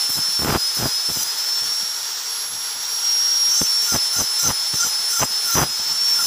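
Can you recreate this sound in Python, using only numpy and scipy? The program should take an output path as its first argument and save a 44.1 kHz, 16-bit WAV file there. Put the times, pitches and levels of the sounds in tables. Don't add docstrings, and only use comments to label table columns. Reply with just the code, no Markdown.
import sys
import numpy as np
from scipy import signal
from scipy.fft import rfft, irfft, next_fast_len
from scipy.io import wavfile
from scipy.ndimage import uniform_filter1d, map_coordinates

SR = 44100
rng = np.random.default_rng(int(sys.argv[2]) if len(sys.argv) > 2 else 0)


def field_ratio(decibels):
    return 10 ** (np.asarray(decibels, dtype=float) / 20)


def generate_wav(sig):
    pcm = np.round(np.clip(np.atleast_2d(sig).T, -1, 1) * 32767).astype(np.int16)
    wavfile.write(sys.argv[1], SR, pcm)


N = 276066

# t/s, fan tone level/dB, octave level/dB
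FACING = [(0, -22, -33.5), (.3, -21.5, -37), (.65, -21.5, -32.5), (1.0, -21.5, -35), (1.3, -24, -37.5),
          (1.45, -22.5, -39), (1.8, -24, -38), (1.95, -30.5, -36), (2.2, -33.5, -42.5), (2.36, -30.5, -33),
          (2.8, -33, -34.5), (3.07, -19.5, -33.5), (3.5, -17.5, -34.5), (3.8, -19.5, -36.5),
          (4.3, -23.5, -32), (5.4, -23, -34), (5.8, -24.5, -39.5), (6.12, -16.5, -34.5)]
# t/s, tone loss/dB, octave loss/dB
GROUND_NULLS = [(.32, 3.5, -4), (.73, 7, 1), (1.03, 5, 2), (1.35, 8, 0), (1.45, 3, 7), (2.23, 1, 12),
                (2.5, 13, -2), (2.86, -1, 11), (3.01, 4, -3), (3.63, 6, -1), (4.65, 0.5, 5),
                (5.68, 3.5, -5), (5.9, -1, 7), (5.95, 6, -3), (.09, 1.5, 1), (.47, 8, 7), (.57, 4.5, 6),
                (.82, 3.5, 6), (1.12, 4, 1), (1.25, 6, -3), (4.1, 3, 1), (4.73, 4, 4), (.9, 3, -2),
                (3.88, 2, 2), (4.03, -1, 0), (4.38, -1.5, 1), (5.29, 1.5, -4), (5.76, 2.5, 0),
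                (6.2, 4.5, -3)]
# t/s, length/s, drag on the fan pitch/(Hz per s)
BITES = [(0.072, 0.107, 3180), (0.361, 0.214, 4822), (0.726, 0.154, 4379), (1.069, 0.167, 5361),
         (2.07, 0.11, 426), (3.468, 0.187, 1780), (3.793, 0.176, 3526), (4.105, 0.133, 3335),
         (4.365, 0.148, 3794), (4.718, 0.175, 3687), (5.078, 0.171, 3877), (5.431, 0.204, 4487),
         (6.054, 0.264, 2933)]
# loudest point/share of bite, scrape/dB, ring/dB, upper ring/dB, softer start/dB
STEEL = [(.8, -34.5, -39, -40, 1), (.6, -35.5, -53, -44, -3), (.7, -35.5, -42, -42, 1),
         (1, -32, -28.5, -35, -5), (.5, -70, -70, -70, 0), (0.59, -37, -22, -33, -4),
         (0.97, -33, -22.5, -32.5, -3.5), (0.7, -35.5, -23, -34, -0.5), (0.6, -35, -22.5, -33.5, 0.5),
         (0.69, -38, -22.5, -33, -1), (0.76, -34, -24, -31.5, -0.5), (0.6, -30.5, -21, -34, -5),
         (0.71, -32.5, -27, -39, -11)]
# f/Hz, level/dB
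SCRAPE_COLOUR = [(1000, -120), (2500, -37), (3200, -8), (5000, -5), (7000, 1), (9500, 8.5), (12000, 12.5),
                 (15500, 11)]
# f/Hz, width/Hz, level/dB
BLADE_MODES = [(5010, 70, -9), (5825, 65, -1), (6000, 80, -8), (6160, 60, -1), (6255, 60, 0)]
# f/Hz, width/Hz, level/dB
UPPER_MODES = [(3080, 200, -13), (4000, 60, -6), (7080, 80, -1), (7300, 120, -8), (7520, 80, 0),
               (7910, 80, -5), (8600, 250, -10), (8890, 100, -7)]
# f/Hz, width/Hz, level/dB
EDGE_MODES = [(10500, 180, 0), (11250, 60, 0), (12520, 90, 2), (13200, 110, -6), (14300, 100, 1),
              (14720, 150, 0), (15400, 120, -3)]
# t/s, length/s, level/dB
CHATTERS = [
    (3.5, 0.12, -40),
    (3.863, 0.088, -32),
    (4.14, .06, -32),
    (4.391, 0.095, -30),
    (4.793, 0.057, -23.5),
    (5.114, 0.089, -28),
    (5.442, 0.13, -28.5),
    (6.156, 0.073, -31),
]
# t/s, length/s, loudest point/share of gust, thump level/dB, crackle level/dB
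GUSTS = [(0.087, 0.02, .3, -40, -52), (0.149, 0.068, 0.48, -32.5, -42), (0.248, 0.11, 0.38, -48, -55),
         (.4, 0.15, 0.68, -20.5, -25), (.47, 0.11, 0.84, -17.5, -21.5), (.77, .12, 0.77, -23, -29.5),
         (1.088, 0.05, 0.089, -31, -52), (1.152, 0.12, 0.06, -40, -53), (1.6, 0.18, 0.15, -46, -67),
         (1.808, .04, .5, -44, -57), (2.448, 0.18, 0.57, -48.5, -53), (2.736, .15, .15, -53, -48),
         (3.608, 0.033, 0.28, -21.5, -34), (3.92, 0.061, 0.64, -21, -25.5),
         (4.161, 0.082, 0.66, -27.5, -31), (4.432, 0.096, 0.84, -22.5, -27), (4.73, 0.034, .35, -32, -45),
         (4.809, 0.081, 0.75, -39, -38.5), (5.194, 0.064, 0.61, -21, -20.5),
         (5.543, 0.13, 0.35, -20.5, -19.5), (5.579, 0.072, 0.79, -20, -21.5), (5.82, 0.16, 0.67, -46, -57),
         (6.01, 0.038, 0.49, -46, -60), (6.145, 0.16, 0.98, -41.5, -39)]
# t/s, thump level/dB
PUFFS = [(.03, -57), (1.33, -60), (1.47, -66), (1.72, -59), (2.43, -54), (2.9, -56), (3.47, -51),
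         (3.81, -54), (4.05, -62), (4.6, -58), (4.98, -53), (5.29, -47), (5.44, -47), (5.68, -44.5),
         (5.78, -43), (6.09, -47)]
# t/s, peak level/dB
POPS = [(0.102, -21), (0.176, -31), (0.188, -17), (0.393, -14), (0.42, -11), (0.437, -29), (0.447, -5),
        (0.809, -19), (0.824, -9), (0.536, -25), (0.549, -20), (0.799, -17), (0.852, -31), (1.095, -19),
        (1.101, -14), (1.163, -22), (1.171, -18), (3.616, -6.5), (3.951, -12), (4.21, -25), (4.741, -13),
        (5.217, -9), (5.227, -4.5), (5.554, -4), (5.566, -11), (5.574, -3), (5.617, -2.5)]
# f/Hz, level/dB
THUMP_COLOUR = [(10, -40), (30, -13), (70, -2), (140, 1.5), (300, -3), (500, -7.5), (1000, -18.5),
                (3000, -66), (9000, -77)]
# f/Hz, level/dB
CRACKLE_COLOUR = [(100, -60.5), (350, -5), (800, 3.5), (1400, 1.5), (2200, -10), (3300, -9.5), (4500, -27),
                  (9000, -48)]
# f/Hz, level/dB
RUSH_COLOUR = [(60, -73), (100, -50.5), (300, -31), (600, -28), (1000, -18), (2400, -20), (3900, -13.5),
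               (4900, -10.5), (5500, -5), (6300, -14.5), (9000, -22), (11700, -33.5), (19800, -120)]
# f/Hz, level/dB
FIZZ_COLOUR = [(5000, -120), (7000, -8), (9000, -39), (10500, -1), (13000, 1.5), (15200, 5)]
# f/Hz, width/Hz, level/dB
VENT_MODES = [(4300, 300, 0), (4620, 350, -1)]
# f/Hz, width/Hz, level/dB
HOUSING_MODES = [(431, 56, -4), (879, 122, 1), (1398, 118, 3.5), (1786, 240, -2.5), (3450, 214, 1),
                 (5800, 200, 9), (7430, 930, 0.5)]


def whine():
    fan_blades = 12
    tone_db, octave_db = heard() + [0.45 * wobble(18), 1.9 * wobble(14)]
    jolt = field_ratio(gust_levels(edge=.005)[1] + 22) + field_ratio(steel_levels(edge=.012)[1] + 15)
    shake = np.minimum(jolt + .3 * load() ** 2, 1.1)
    turn = fan_turn() + 0.5 * wobble(30) + shake * wobble(350)

    def skirt(near, far):
        slow = wobble(70) + 1j * wobble(70)
        fast = wobble(600) + 1j * wobble(600)
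        return near * slow + far * fast

    uneven = 1 + 0.046 * np.exp(-1j * turn / fan_blades)
    tone = field_ratio(tone_db) * (uneven + skirt(near=0.085, far=0.12)) * np.exp(1j * turn)
    octave = field_ratio(octave_db) * (1 + skirt(near=0.13, far=0.082)) * np.exp(2j * turn)
    return np.sqrt(2) * np.real(tone + octave)


def fan_turn():
    free_hz, first_sag_hz, recover_s = 5589, 311, .28
    keep = np.exp(-1 / (recover_s * SR))
    sag_hz = signal.lfilter([1 / SR], [1, -keep], drag(), zi=[first_sag_hz])[0]
    return 2 * np.pi * np.cumsum(free_hz - sag_hz) / SR


def drag():
    lean, lift = .524, .129
    t = np.arange(N) / SR
    total = np.zeros(N)
    for start, length, pull in BITES:
        done = (t - start) / length
        total += pull * np.clip(done / lean, 0, 1) * np.clip((1 - done) / lift, 0, 1)
    return total


def load():
    lag_s, full_drag = 0.034, 4500
    keep = np.exp(-1 / (lag_s * SR))
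    return signal.lfilter([1 - keep], [1, -keep], drag()) / full_drag


def heard():
    null_half_width_s = 0.025
    muffle_db = [5.5, 2.5]
    t = np.arange(N) / SR
    loss = sum(np.outer(db, np.exp(-((t - s) / null_half_width_s) ** 2)) for s, *db in GROUND_NULLS)
    return curves(FACING) - loss - np.outer(muffle_db, load())


def bite():
    scrape_db, ring_db, upper_db = steel_levels(edge=0.021)
    lumps = .2628 * fan_turn()
    throb = field_ratio(1.0 * np.sin(lumps / 8) + 0.62 * wobble(150))

    def force(patchy_db):
        return throb * (noise(patchy_db) + grit(density=3000, spread_db=3))

    def rung(db, push, modes):
        return resonant(field_ratio(db) * push, modes) / np.std(resonant(push, modes))

    free = np.clip((ring_db + 38) / 12, 0, 1)
    scrape = field_ratio(scrape_db + 4.5 - 6 * free) * unit(shaped(force(patchy_db=2.2), SCRAPE_COLOUR))
    ring = rung(ring_db + 4.0, force(patchy_db=3), BLADE_MODES)
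    upper_ring = rung(upper_db + 5.0, force(patchy_db=4), UPPER_MODES)
    edge_ring = rung(scrape_db - 10.5 + 14 * free, force(patchy_db=3.0), EDGE_MODES)
    return scrape + ring + upper_ring + edge_ring + chatter(lumps)


def chatter(lumps):
    swells = [[(s, db - 11), (s + 0.77 * n, db), (s + n, db - 7)] for s, n, db in CHATTERS]
    level_db = bursts(swells, edge=0.0082)[0] + 2.5 + 2.5 * wobble(80)
    return field_ratio(level_db) * np.sin(lumps + 1.0 * wobble(110))


def steel_levels(edge):
    touch_s, over_s = .024, .012
    onset_db, ending_db, cut_db = (2, -8, -4), (3, -7, -3), (-4, -18, -13)
    shapes = []
    for (start, length, _), (peak, *db, soft_db) in zip(BITES, STEEL):
        shapes.append([(start + touch_s, *np.add(db, np.add(onset_db, soft_db))),
                       (start + min(peak, .97) * length, *db),
                       (start + .98 * length, *np.add(db, ending_db)),
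                       (start + length + over_s, *np.add(db, cut_db))])
    return bursts(shapes, edge)


def gusts():
    thump_db, crackle_db = gust_levels(edge=0.011)
    eddies = grit(density=800, spread_db=3.2)
    spray = .6 * eddies + grit(density=1800, spread_db=3)
    thump = field_ratio(thump_db + 0.8) * steady(shaped(eddies, THUMP_COLOUR), size=1500)
    crackle = field_ratio(crackle_db + 5.0) * steady(shaped(spray, CRACKLE_COLOUR), size=1000)
    single = np.zeros(N)
    for s, db in POPS:
        single[round(s * SR)] = -field_ratio(db + 27.5)
    pops = shaped(single, THUMP_COLOUR) + field_ratio(-10.5) * shaped(single, CRACKLE_COLOUR)
    breeze = field_ratio(-68 + 2.1 * wobble(8.3)) * unit(shaped(rng.standard_normal(N), THUMP_COLOUR))
    return thump + crackle + pops + breeze


def gust_levels(edge):
    start_db, end_db = (-15.5, -18), (-18.5, -27)
    puffs = [(s, 0.048, .4, db, db - 6) for s, db in PUFFS]
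    shapes = []
    for start, length, peak, *db in list(GUSTS) + puffs:
        shapes.append([(start, *np.add(db, start_db)), (start + peak * length, *db),
                       (start + length, *np.add(db, end_db))])
    return bursts(shapes, edge)


def air():
    rush_follows, vent_follows, housing_follows = 0.18, 0.22, 0.034
    facing_db, strain = heard()[0] + 22, load()
    rush_db = -32.5 + strain + rush_follows * facing_db
    top_db = -6.5 + 2 * strain + 1.0 * wobble(2.9)
    vent_db = -2 - 15 * strain + vent_follows * facing_db
    housing_db = rush_db - 1.2 + (housing_follows - rush_follows) * facing_db
    flutter = field_ratio(0.69 * wobble(24.68))
    rush = field_ratio(rush_db + 4.5) * unit(shaped(noise(patchy_db=1.1), RUSH_COLOUR))
    sparks = noise(patchy_db=.6) + 2.5 * grit(density=600, spread_db=3)
    fizz = field_ratio(rush_db + 0.75 * top_db + 4.5) * unit(shaped(sparks, FIZZ_COLOUR))
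    vent = field_ratio(rush_db + 2 * vent_db - 1.0) * unit(resonant(rng.standard_normal(N), VENT_MODES))
    housing = field_ratio(housing_db) * unit(resonant(noise(patchy_db=.6), HOUSING_MODES))
    return flutter * (rush + fizz + vent + housing)


def noise(patchy_db):
    z = signal.stft(rng.standard_normal(N), nperseg=512)[2]
    field = uniform_filter1d(uniform_filter1d(rng.standard_normal(z.shape), 5, 0), 8, 1)
    return signal.istft(z * field_ratio(patchy_db * unit(field)), nperseg=512)[1][:N]


def grit(density, spread_db):
    size = field_ratio(spread_db * np.minimum(rng.exponential(size=N), 2.5))
    return (rng.random(N) < density / SR) * size * rng.standard_normal(N)


def wobble(rate):
    return map_coordinates(rng.standard_normal(int(N * rate / SR) + 4), [np.arange(N) * rate / SR])


def resonant(x, modes):
    def response(hz):
        total = 0
        for k, (centre, width, db) in enumerate(modes):
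            damping = 1j * hz * width
            total = total + (-1) ** k * field_ratio(db) * damping / (centre * centre - hz * hz + damping)
        return total
    return filtered(x, response)


def shaped(x, spectrum):
    def response(hz):
        c = irfft(np.log(field_ratio(along(spectrum, hz)) + 1e-6))
        c[1:len(hz) - 1] *= 2
        c[len(hz):] = 0
        return np.exp(rfft(c))
    return filtered(x, response)


def filtered(x, response):
    m = next_fast_len(N + 8192)
    return irfft(rfft(x, m) * response(np.fft.rfftfreq(m, 1 / SR)), m)[:N]


def along(points, hz):
    f, v = np.transpose(points)
    return np.interp(np.log(hz + 1), np.log(f + 1), v)


def curves(rows):
    s, *cols = np.transpose(rows)
    return [np.interp(np.arange(N) / SR, s, c) for c in cols]


def bursts(tables, edge):
    def quiet(row, shift):
        return [(row[0] + shift, *[-95] * len(row[1:]))]
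    return np.max([curves(quiet(t[0], -edge) + list(t) + quiet(t[-1], edge)) for t in tables], axis=0)


def unit(x):
    return x / np.sqrt(np.mean(x ** 2) + 1e-20)


def steady(x, size):
    power = np.abs(uniform_filter1d(x ** 2, size))
    return unit(x / np.sqrt(power + .15 * np.mean(x ** 2)))


def scene():
    return np.tile(whine() + bite() + gusts() + air(), (2, 1))


def ducked(x):
    threshold_db, share, back_db_per_s, smooth_s = -10, 0.39, 32.5, 0.004
    back = back_db_per_s * np.arange(N) / SR
    cut = share * np.maximum(20 * np.log10(np.abs(x[0]) + 1e-9) - threshold_db, 0)
    held = np.maximum.accumulate(cut + back) - back
    return x * field_ratio(-uniform_filter1d(held, int(smooth_s * SR)))


def low_pass(x):
    return signal.sosfilt(signal.butter(12, 16850, fs=SR, output="sos"), x)


def record(dry):
    top_hz, ceiling = 15505, 0.88
    level = ducked(dry)
    soft = level / (1 + np.abs(level / ceiling) ** 4) ** (1 / 4)
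    mix = np.array([filtered(x, lambda hz: hz < top_hz) for x in soft])
    return low_pass(mix)


dry = scene()
out = record(dry)
generate_wav(out)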